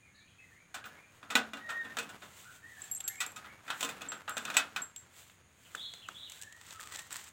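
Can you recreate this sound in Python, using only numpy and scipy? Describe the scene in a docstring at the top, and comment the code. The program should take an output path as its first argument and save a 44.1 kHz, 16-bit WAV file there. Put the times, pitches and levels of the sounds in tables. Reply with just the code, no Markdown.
"""Birds whistle and chirp a little way off over quiet outdoor air, echoed by the walls of a yard.
Close by, a sheet-metal door covered in wire mesh is pushed shut; its hasp rattles and a padlock is
hooked in and snapped closed, each impact exciting the damped modes of sheet, frame and hasp.
Keys tinkle under the lock in their bending modes, a second hasp ticks, and a hand brushes along
the mesh with the hiss of stick-slip friction."""
import sys
import numpy as np
from scipy import signal
from scipy.fft import rfft, irfft, next_fast_len
from scipy.io import wavfile
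from scipy.ndimage import map_coordinates

SR = 44100
rng = np.random.default_rng(int(sys.argv[2]) if len(sys.argv) > 2 else 0)


def dump(signal):
    """Clip the signal to [-1, 1] and save it as 16-bit WAV at the path in sys.argv[1]."""
    limited = np.clip(np.atleast_2d(signal).T, -1, 1)
    pcm = np.round(limited * 32767).astype(np.int16)
    wavfile.write(sys.argv[1], SR, pcm)


N = 322812

# square blows on the door and its hasp: start_s, level_db, thump_db, brightness_db
DOOR_BLOWS = [(0.841, -46.5, -8.5, -7), (1.229, -48.5, -2, -12), (1.3532, -19.5, -1, -1.5),
              (1.534, -38.5, 1, -6), (1.57, -45.5, -26, -7.5), (1.969, -34.5, -7.5, -4),
              (1.986, -33, -6, 3.5), (2.029, -49, 2, 7), (3.7026, -32.5, -30, -6.5), (3.808, -35, -3.5, 8),
              (3.828, -30.5, -3, 5.5), (3.847, -36, -4.5, 5), (3.89, -38.5, -7, 2),
              (4.018, -44.5, -2.5, -5), (4.119, -38.5, -13, -8), (4.292, -51, -12, -10),
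              (4.368, -34.5, -4, -1), (4.382, -42.5, -10, -9), (4.4524, -39.5, -27, -4),
              (4.501, -36.5, -29, -3), (4.5679, -19.5, -19.5, 3.5), (4.762, -31.5, -25, -4.5),
              (4.79, -51, -22, -6)]
# glancing contacts of metal on metal: start_s, level_db, thump_db, brightness_db
DOOR_SCRAPES = [(0.742, -38.5, -13, 1.5), (0.853, -47.5, -22, -1), (1.302, -35, -10, -1.5),
                (1.69, -36.5, -20, -9), (1.701, -45.5, -7, 10), (1.846, -46.5, 2.5, -5),
                (2.09, -46.5, -5.5, 5), (2.219, -48, -7.5, -4), (3.203, -29.5, -30, 6),
                (3.36, -42.5, -27, 7), (3.442, -50, -27, -10), (3.678, -40.5, -12, -8),
                (4.008, -44, -6, -2), (4.052, -49, -3, -6), (4.277, -35, -14, -13.5),
                (4.473, -38.5, -28, -12), (4.54, -36, -5.5, -3)]
# strength of the hand's brushing on the mesh: time_s, level_db
BRUSH_LEVEL = [(6.55, -64.5), (6.716, -52.5), (6.778, -63), (6.802, -50), (6.878, -57.5), (6.928, -47.5),
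               (7.096, -61.5), (7.126, -43.5), (7.3, -57), (7.32, -68)]
# spectrum of the rattling door and mesh: frequency_hz, level_db
RATTLE_SPECTRUM = [(20, -77), (70, -48), (140, 3.5), (220, 2.5), (400, 0.5), (800, -0.5), (1400, 2.5),
                   (2400, -3.5), (3600, -9), (5000, -14.5), (15000, -22)]


def amp(db):
    """Decibels as an amplitude ratio."""
    return 10 ** (np.asarray(db) / 20)


def unit(x):
    """Normalisation to rms 1."""
    return x / np.sqrt(np.mean(x ** 2) + 1e-20)


def seconds(length):
    """A time axis in seconds."""
    return np.arange(int(length * SR)) / SR


def fade(t, t60):
    """Exponential decay, by 60 dB in t60 seconds."""
    return np.exp(-np.log(1000) * t / t60)


def along(points, hz):
    """Interpolation of (frequency_hz, value) points on a logarithmic frequency axis."""
    knots_hz, values = np.transpose(points)
    return np.interp(np.log(hz + 1), np.log(knots_hz + 1), values)


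def curve(points):
    """Linear interpolation of (time_s, value) points at every sample."""
    return np.interp(np.arange(N) / SR, *np.transpose(points))


def add(track, start_s, sound):
    """Superposition of a sound on the track."""
    start = int(np.clip(round(start_s * SR), 0, N))
    track[start:start + len(sound)] += sound[:N - start]


def wobble(rate):
    """Smooth random modulation, with rate knots a second."""
    return map_coordinates(rng.standard_normal(int(N * rate / SR) + 4), [np.arange(N) * rate / SR])


def coloured(x, spectrum):
    """Zero-phase filtering by a (frequency_hz, level_db) curve, normalised to rms 1."""
    size = next_fast_len(len(x))
    gain = amp(along(spectrum, np.fft.rfftfreq(size, 1 / SR)))
    return unit(irfft(rfft(x, size) * gain, size)[:len(x)])


def resonant(x, spectrum):
    """Minimum-phase filtering: folding the cepstrum makes the response follow its cause."""
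    size = 2 * len(x)
    cepstrum = irfft(np.log(amp(along(spectrum, np.fft.rfftfreq(size, 1 / SR)))))
    cepstrum[1:len(x)] *= 2
    cepstrum[len(x) + 1:] = 0
    return irfft(rfft(x, size) * np.exp(rfft(cepstrum)))[:len(x)]


def damped(noise, decay, stretch=1):
    """Frequency-dependent damping: each band decays with its own t60, times stretch."""
    hz, t, bands = signal.stft(noise, SR, nperseg=256)
    t60 = stretch * along(decay, hz)[:, None]
    return signal.istft(bands * amp(-60 * t / t60), SR, nperseg=256)[1][:len(noise)]


def air(level_db=-66):
    """Stationary coloured noise forms the outdoor background."""
    # ambient spectrum: frequency_hz, level_db
    spectrum = [(20, -9), (45, -22), (65, -0.5), (92, 7), (125, 2), (200, -4), (400, -13), (900, -17.5),
                (2000, -10.5), (4400, -24), (5500, -33), (6700, -9), (8000, -36), (9400, -16), (10800, -46),
                (16000, -43)]
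    return amp(level_db) * coloured(rng.standard_normal(N), spectrum)


def yard(x):
    """Reverberation: diffuse reflections from the walls act as convolution with decaying noise."""
    # reverberation time of the yard: frequency_hz, t60_s
    decay = [(300, 1), (2000, 0.23), (5000, 0.68), (12000, 0.11)]
    tail = damped(rng.standard_normal(SR // 2), decay)
    return signal.fftconvolve(x, tail / np.linalg.norm(tail))[:N]


def bird_tone(hz, overtone_db=-31, taper=0.4):
    """A nearly pure tone with a weak second harmonic; its phase is the integral of frequency."""
    phase = 2 * np.pi * np.cumsum(hz) / SR
    return signal.windows.tukey(len(hz), taper) * (np.sin(phase) + amp(overtone_db) * np.sin(2 * phase))


def far_whistles(bend=1.6, flutter_db=3, waver=0.0313, wall_delay_s=0.048, wall_db=-7):
    """Frequency glides that level off; reflection from a wall repeats each a moment later."""
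    # slurred whistles and low, distant calls: start_s, length_s, start_hz, end_hz, level_db
    calls = [(0, 0.096, 2490, 2226, -65), (0.108, 0.1, 1610, 1864, -64.5), (0.154, 0.15, 2185, 2430, -65),
             (0.379, 0.043, 2415, 2545, -58.5), (0.384, 0.071, 2066, 1964, -62.5),
             (0.478, 0.17, 1500, 2427, -62), (0.768, 0.12, 1210, 1800, -56),
             (0.866, 0.22, 1460, 2557, -63.5), (1.638, 0.064, 619, 648, -57.5),
             (1.74, 0.15, 1605, 1570, -54), (2.413, 0.12, 1260, 1582, -53.5),
             (2.616, 0.1015, 1740, 1956, -50.5), (2.69, 0.11, 1960, 1708, -53),
             (2.721, 0.545, 763, 770, -69), (3.004, 0.13, 1190, 1890, -53.5), (3.077, .21, 1930, 2533, -54),
             (3.415, 0.11, 1390, 2360, -54), (3.697, 0.13, 1300, 2140, -56), (6.377, 0.19, 1522, 1860, -55),
             (6.716, 0.087, 1398, 1235, -52.5), (6.895, 0.09, 2070, 1830, -49.5)]
    out, drift = np.zeros(N), 1 + waver * wobble(170)
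    for start_s, length_s, start_hz, end_hz, db in calls:
        progress = seconds(length_s) / length_s
        hz = end_hz + (start_hz - end_hz) * (1 - progress) ** bend
        hz *= drift[int(start_s * SR):][:len(hz)]
        add(out, start_s, amp(db) * bird_tone(hz))
    out *= amp(flutter_db * wobble(60))
    return out + amp(wall_db) * np.pad(out, (int(wall_delay_s * SR), 0))[:N]


def chirps(rasp=0.04, warble=0.0506, flutter_db=3):
    """Rapid frequency modulation spreads each arched chirp into raspy sidebands."""
    # bird chirps: start_s, length_s, reference_hz, level_db
    calls = [(0.136, 0.09, 4420, -64), (0.256, 0.085, 3280, -68), (5.646, 0.025, 3410, -59),
             (5.753, 0.16, 3904, -44.5), (6.015, 0.05, 3410, -50.5), (6.128, 0.17, 3890, -47)]
    # pitch contour of every chirp: share_of_length, share_of_reference_pitch
    arch = [(0, 0.9), (0.18, 0.86), (0.33, 0.95), (0.7, 0.94), (1, 0.7)]
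    out, shake = np.zeros(N), 1 + rasp * wobble(450) + warble * wobble(110)
    for start_s, length_s, reference_hz, db in calls:
        progress = seconds(length_s) / length_s
        hz = reference_hz * np.interp(progress, *np.transpose(arch))
        hz *= shake[int(start_s * SR):][:len(hz)]
        add(out, start_s, amp(db) * bird_tone(hz))
    return out * amp(flutter_db * wobble(80))


def held_whistle(start_s=1.602, length_s=0.34, pitch_hz=1895, sink_hz_per_s=270,
                 level_db=-49.5, swell_db=9, waver=0.013, flutter_db=2):
    """Slow amplitude and frequency modulation: a nearer bird's long note swells and sinks."""
    out, t = np.zeros(N), seconds(length_s)
    hz = (pitch_hz - sink_hz_per_s * t) * (1 + waver * wobble(150)[:len(t)])
    db = level_db + swell_db * np.sin(np.pi * t / length_s) ** 2 + flutter_db * wobble(69.2)[:len(t)]
    add(out, start_s, amp(db) * bird_tone(hz, overtone_db=-23, taper=0.1))
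    return out


def friction(spectrum, slips_per_s, spread_db, hiss):
    """Stick-slip friction: random impulses of uneven size over a smooth hiss."""
    slips = (rng.random(N) < slips_per_s / SR) * rng.standard_normal(N)
    slips *= amp(spread_db * np.clip(rng.standard_normal(N), -2, 2))
    return coloured(unit(slips) + hiss * rng.standard_normal(N), spectrum)


def mesh_shiver(strain_db=1, shudder_db=-43.5, db_per_contact_db=0.22, rise_s=0.023, t60_s=0.52):
    """Incoherent vibrations add in power: a tremble under the hand and a shudder after each contact."""
    # trembling of the mesh while the door is held: time_s, level_db
    strain = [(0.0, -78), (1.28, -66), (1.41, -68.5), (1.94, -54.5), (2.44, -70), (3.75, -62.5),
              (3.85, -51), (4.32, -68), (4.49, -52), (4.65, -58.5), (4.87, -67.5), (5.28, -73), (6.01, -67),
              (6.63, -70.5), (6.85, -64.5), (7.32, -69)]
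    power, t = amp(curve(strain) + strain_db) ** 2, seconds(1)
    shudder = (1 - np.exp(-t / rise_s)) * fade(t, t60_s)
    for start_s, db, *_ in list(DOOR_BLOWS) + list(DOOR_SCRAPES):
        add(power, start_s, (amp(shudder_db + db_per_contact_db * db) * shudder) ** 2)
    envelope = np.sqrt(power) * amp(2 * wobble(30))
    return envelope * friction(RATTLE_SPECTRUM, slips_per_s=900, spread_db=3, hiss=0.99)


def skin_rub(grip_db=-76, taper=0.86, stick_db=3):
    """Sliding friction of skin on metal swells with each stroke above a faint resting grip."""
    # strokes of the hand: start_s, length_s, level_db
    strokes = [(2.058, 0.69, -61), (2.565, 0.59, -60), (3.6, 0.42, -54), (4.4, 0.56, -87),
               (5.045, 0.35, -66.5), (5.52, 0.62, -62.5), (5.988, 0.63, -64)]
    # spectrum of skin on metal: frequency_hz, level_db
    spectrum = [(30, -39), (300, -2), (1500, 6), (3500, 6.5), (5200, -2), (7600, 8.5), (10000, -3.5),
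                (12500, -3.5), (15200, -0.5)]
    envelope = np.full(N, amp(grip_db))
    for start_s, length_s, db in strokes:
        add(envelope, start_s, amp(db) * signal.windows.tukey(int(length_s * SR), taper))
    envelope *= amp(stick_db * wobble(16))
    return envelope * friction(spectrum, slips_per_s=1500, spread_db=-1, hiss=1.4)


def mesh_brush(gain_db=1, flutter_db=2, edge_s=0.01):
    """Friction of a passing hand excites the resonances of the wires."""
    # spectrum of the brushed wires: frequency_hz, level_db
    spectrum = [(180, -16), (300, -12), (565, -13), (978, -4), (1660, -1.5), (1930, -1), (2210, -5),
                (3460, -4), (5430, -10.5), (7950, -2.5), (10700, -22.5), (14500, -14), (16000, -16)]
    t = np.arange(N) / SR
    gate = np.clip(np.minimum(t - BRUSH_LEVEL[0][0], BRUSH_LEVEL[-1][0] - t) / edge_s, 0, 1)
    envelope = gate * amp(curve(BRUSH_LEVEL) + gain_db + flutter_db * wobble(60))
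    return envelope * friction(spectrum, slips_per_s=500, spread_db=7, hiss=1)


def wire_snaps(snaps_per_s=20, boost_db=12, treble_db=8):
    """Plucking: rows for ticks() of wires that flick free at random, louder under harder brushing."""
    brush_s, brush_db = np.transpose(BRUSH_LEVEL)
    count = int(snaps_per_s * (brush_s[-1] - brush_s[0]))
    starts = rng.uniform(brush_s[0], brush_s[-1], count)
    return [(start_s, np.interp(start_s, brush_s, brush_db) + boost_db, treble_db) for start_s in starts]


def ticks(gain_db=-6, t60_s=0.014, tail_db=-24, tail_t60_s=0.46):
    """Brief impacts of small parts give broadband clicks with hardly any ring."""
    # dry ticks of metal parts and wires: start_s, level_db, treble_db
    contacts = [(3.0035, -40, -8), (3.0061, -33.5, -14), (3.0778, -22.5, 9), (3.0838, -31, -7),
                (3.156, -41, -5), (3.264, -30, 14), (4.0191, -33.5, -13), (4.2942, -28.5, 35),
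                (4.3794, -26.5, 0.0), (4.4521, -28, -14), (4.9614, -38, -7), (5.2979, -46.5, -41),
                (5.7518, -30.5, -11), (5.9375, -34, -21), (6.0861, -35, -17), (6.2984, -35, -5),
                (6.32, -35, -8), (6.4153, -33, 1), (6.4229, -31, 1), (6.4333, -37, -8), (6.5247, -42, -6),
                (6.7075, -34.5, -16), (6.959, -29.5, -8), (6.992, -30, -9), (7.1273, -28.5, 19),
                (7.1667, -29, 12)]
    # spectrum of a tick: frequency_hz, level_db
    spectrum = [(100, -58), (500, -6), (1300, -8), (3500, 8.5), (5000, 0), (7600, 14), (9800, -3),
                (15000, -3)]
    out, t = np.zeros(N), seconds(0.16)
    envelope = fade(t, t60_s) + amp(tail_db) * fade(t, tail_t60_s)
    for start_s, db, treble_db in list(contacts) + wire_snaps():
        tilt = [(2000, -treble_db), (9000, 0)]
        colour = [(hz, band_db + along(tilt, hz)) for hz, band_db in spectrum]
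        click = resonant(rng.standard_normal(len(t)) * envelope, colour)
        add(out, start_s, amp(db + gain_db) * click / np.std(click[:SR // 1000]))
    return out


def finger_taps(width_s=0.0011, ring_db=-24, ring_t60_s=0.31):
    """Heavy damping limits a knock to a few cycles; the door rings faintly in answer."""
    # dull taps on the loose hasp: start_s, level_db, pitch_hz
    taps = [(5.7490, -27, 1510), (6.088, -29, 1360), (6.796, -37, 1700)]
    out, t = np.zeros(N), seconds(0.2)
    for start_s, db, hz in taps:
        knock = np.exp(-(t / width_s - 1) ** 2) * np.sin(2 * np.pi * hz * t)
        rattle = coloured(rng.standard_normal(len(t)), RATTLE_SPECTRUM)
        add(out, start_s, amp(db) * (knock + amp(ring_db) * fade(t, ring_t60_s) * rattle))
    return out


def key_slide(start_s=2.955, length_s=0.033, from_hz=7600, to_hz=8300, scatter=0.055, level_db=-40):
    """Random frequency modulation roughens the rising zing of a key scraping round its ring."""
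    out, progress = np.zeros(N), seconds(length_s) / length_s
    hz = (from_hz + (to_hz - from_hz) * progress) * (1 + scatter * wobble(1490)[:len(progress)])
    zing = np.sin(2 * np.pi * np.cumsum(hz) / SR)
    add(out, start_s, amp(level_db) * signal.windows.tukey(len(zing)) * zing)
    return out


def keys(low_hz=7600, high_hz=11480, twin_hz=7660, twin_db=-12, linger_db=-27, rise_s=0.000057):
    """A key rings in two bending modes, the lower a beating pair; a fast decay leaves a faint tail."""
    # a key swinging against the lock: start_s, level_db, upper_mode_db, t60_s
    clinks = [(2.819, -33, -29, 0.023), (2.841, -43.5, -23, 0.073), (2.914, -29, -8.5, 0.1),
              (2.949, -31.5, -13, 0.044), (3.005, -32, -11, 0.036), (3.041, -36.5, -26, 0.15),
              (3.078, -29.5, -2, 0.083), (3.168, -52, -29, 0.33), (3.263, -47, -8, 0.17),
              (3.319, -41.5, -10, 0.015), (4.087, -35.5, -30, 0.19), (4.305, -48, -20, 0.5),
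              (4.819, -32.5, -18, .12), (4.962, -40.5, -21, 0.16)]
    out, t = np.zeros(N), seconds(0.6)
    for start_s, db, upper_db, t60 in clinks:
        modes = np.sin(2 * np.pi * low_hz * t) + amp(upper_db) * np.sin(2 * np.pi * high_hz * t)
        twin = amp(twin_db) * fade(t, t60) * np.sin(2 * np.pi * (twin_hz * t + rng.random()))
        envelope = fade(t, t60) + amp(linger_db) * fade(t, t60=0.6)
        add(out, start_s, amp(db) * (modes * envelope + twin) * (1 - np.exp(-t / rise_s)))
    return out


def ring(modes, t, spread_db=4.76, detune=0.0037):
    """Modal superposition: damped sines whose strength and pitch vary as the parts shift."""
    out = np.zeros(len(t))
    for hz, db, t60 in modes:
        envelope = amp(db + rng.normal(0, spread_db)) * fade(t, t60)
        shifted_hz = hz * (1 + detune * rng.normal())
        out += envelope * np.sin(2 * np.pi * (shifted_hz * t + rng.random()))
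    return out


def strike(db, thump_db, bright_db, rise_s, ring_scale=0.83, gain_db=-3):
    """Impact excitation: one contact rings the hasp, the frame and the dense modes of the sheet."""
    # crowded modes of the sheet and mesh: frequency_hz, level_db
    sheet_spectrum = [(40, -50), (150, -62), (230, -9), (370, -11.5), (750, 1), (960, -5), (1450, 4.5),
                      (2100, -5.5), (3500, -2.5), (4900, -9.5), (7600, -4), (9800, -15.5), (12500, -17),
                      (15200, -18.5)]
    # their decay, before ring_scale: frequency_hz, t60_s
    sheet_decay = [(200, 0.36), (600, 0.36), (1400, 0.34), (3000, 0.25), (6000, 0.17), (14000, 0.14)]
    # modes of the door's frame and panel: pitch_hz, level_db, t60_s
    frame_modes = [(221.9, -15, 0.63), (254, -14.5, 0.27), (281.4, -12, 0.36), (467.6, -11, 0.25),
                   (803, -23, 0.2), (1030, -11, 0.21), (1537, -10, 0.16), (2800, -5, 0.16), (3450, -5, 0.1)]
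    # modes of the steel hasp and padlock, before ring_scale: pitch_hz, level_db, t60_s
    hasp_modes = [(1260, -8.5, 0.26), (1340, -11.5, 0.16), (1380, -11, 0.27), (1472, -7.5, 0.23),
                  (1602, -16, 0.24), (1962, -11.5, 0.16), (2360, -18, 0.16), (2474, 1.5, 0.031),
                  (2477, -5, 0.09), (2563, -8.5, 0.21), (3070, -13, 0.1), (3250, -16, 0.1),
                  (3570, -8.5, 0.17), (3730, -11.5, 0.088), (3800, -18, 0.068), (3950, -7, 0.048),
                  (7270, -10, 0.054), (7780, -11, 0.08), (15120, -18, 0.13)]
    t = seconds(0.44)
    # a dull or soft contact favours the clunk of the middle modes, a hard one the upper modes
    clunk_db = -0.7 - 0.58 * bright_db - 0.14 * (db + 35.5)
    contact = [(500, 0), (900, 0), (1200, clunk_db / 2), (1700, clunk_db / 2),
               (2300, -clunk_db / 2), (4000, -clunk_db / 2), (6000, bright_db)]
    boom = [(500, 4 + 0.67 * thump_db), (900, 0)]  # the sheet's low modes follow the frame's thump
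    colour = [(hz, band_db + along(contact, hz) + along(boom, hz)) for hz, band_db in sheet_spectrum]
    sheet = amp(0.5) * damped(coloured(rng.standard_normal(len(t)), colour), sheet_decay, ring_scale)
    # the parts chatter against each other for the first few milliseconds
    chatter = amp(7) * fade(t, 0.029 * ring_scale) * coloured(rng.standard_normal(len(t)), colour)
    frame = amp(1 + thump_db) * ring(frame_modes, t)
    excited = [(hz, mode_db + along(contact, hz), t60 * ring_scale) for hz, mode_db, t60 in hasp_modes]
    hasp = amp(1) * ring(excited, t)
    blow = (sheet + chatter + frame + hasp) * (1 - np.exp(-t / rise_s))
    return amp(db + gain_db) * blow / np.std(blow[:SR // 40])


def door(blow_rise_s=0.00027, scrape_rise_s=0.004, cutoff_hz=120):
    """Blows start at once and scrapes build up; the door's sound carries little deep bass."""
    out = np.zeros(N)
    for contacts, rise_s in (DOOR_BLOWS, blow_rise_s), (DOOR_SCRAPES, scrape_rise_s):
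        for start_s, db, thump_db, bright_db in contacts:
            add(out, start_s, strike(db, thump_db, bright_db, rise_s))
    return signal.sosfilt(signal.butter(3, cutoff_hz, "high", fs=SR, output="sos"), out)


def scene():
    """The direct-to-reverberant ratio conveys distance: the metal is almost dry, the birds echo."""
    calls, chirping, note = far_whistles(), chirps(), held_whistle()
    metal = door() + keys() + key_slide() + ticks() + finger_taps()
    handling = mesh_shiver() + skin_rub() + mesh_brush()
    direct = metal + handling + note + amp(-8) * calls + amp(-2) * chirping
    far_echo = yard(calls + amp(-3) * chirping)
    near_echo = yard(amp(-27) * metal + amp(-2) * note)
    return (direct + far_echo + near_echo + air())[None]


def record(dry, top_hz=16000):
    """Band limiting: an ideal low-pass filter removes the highest treble."""
    size = next_fast_len(N + SR // 2)
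    passband = np.fft.rfftfreq(size, 1 / SR) < top_hz
    return irfft(rfft(dry, size) * passband, size)[..., :N]


dry = scene()
out = record(dry)
dump(out)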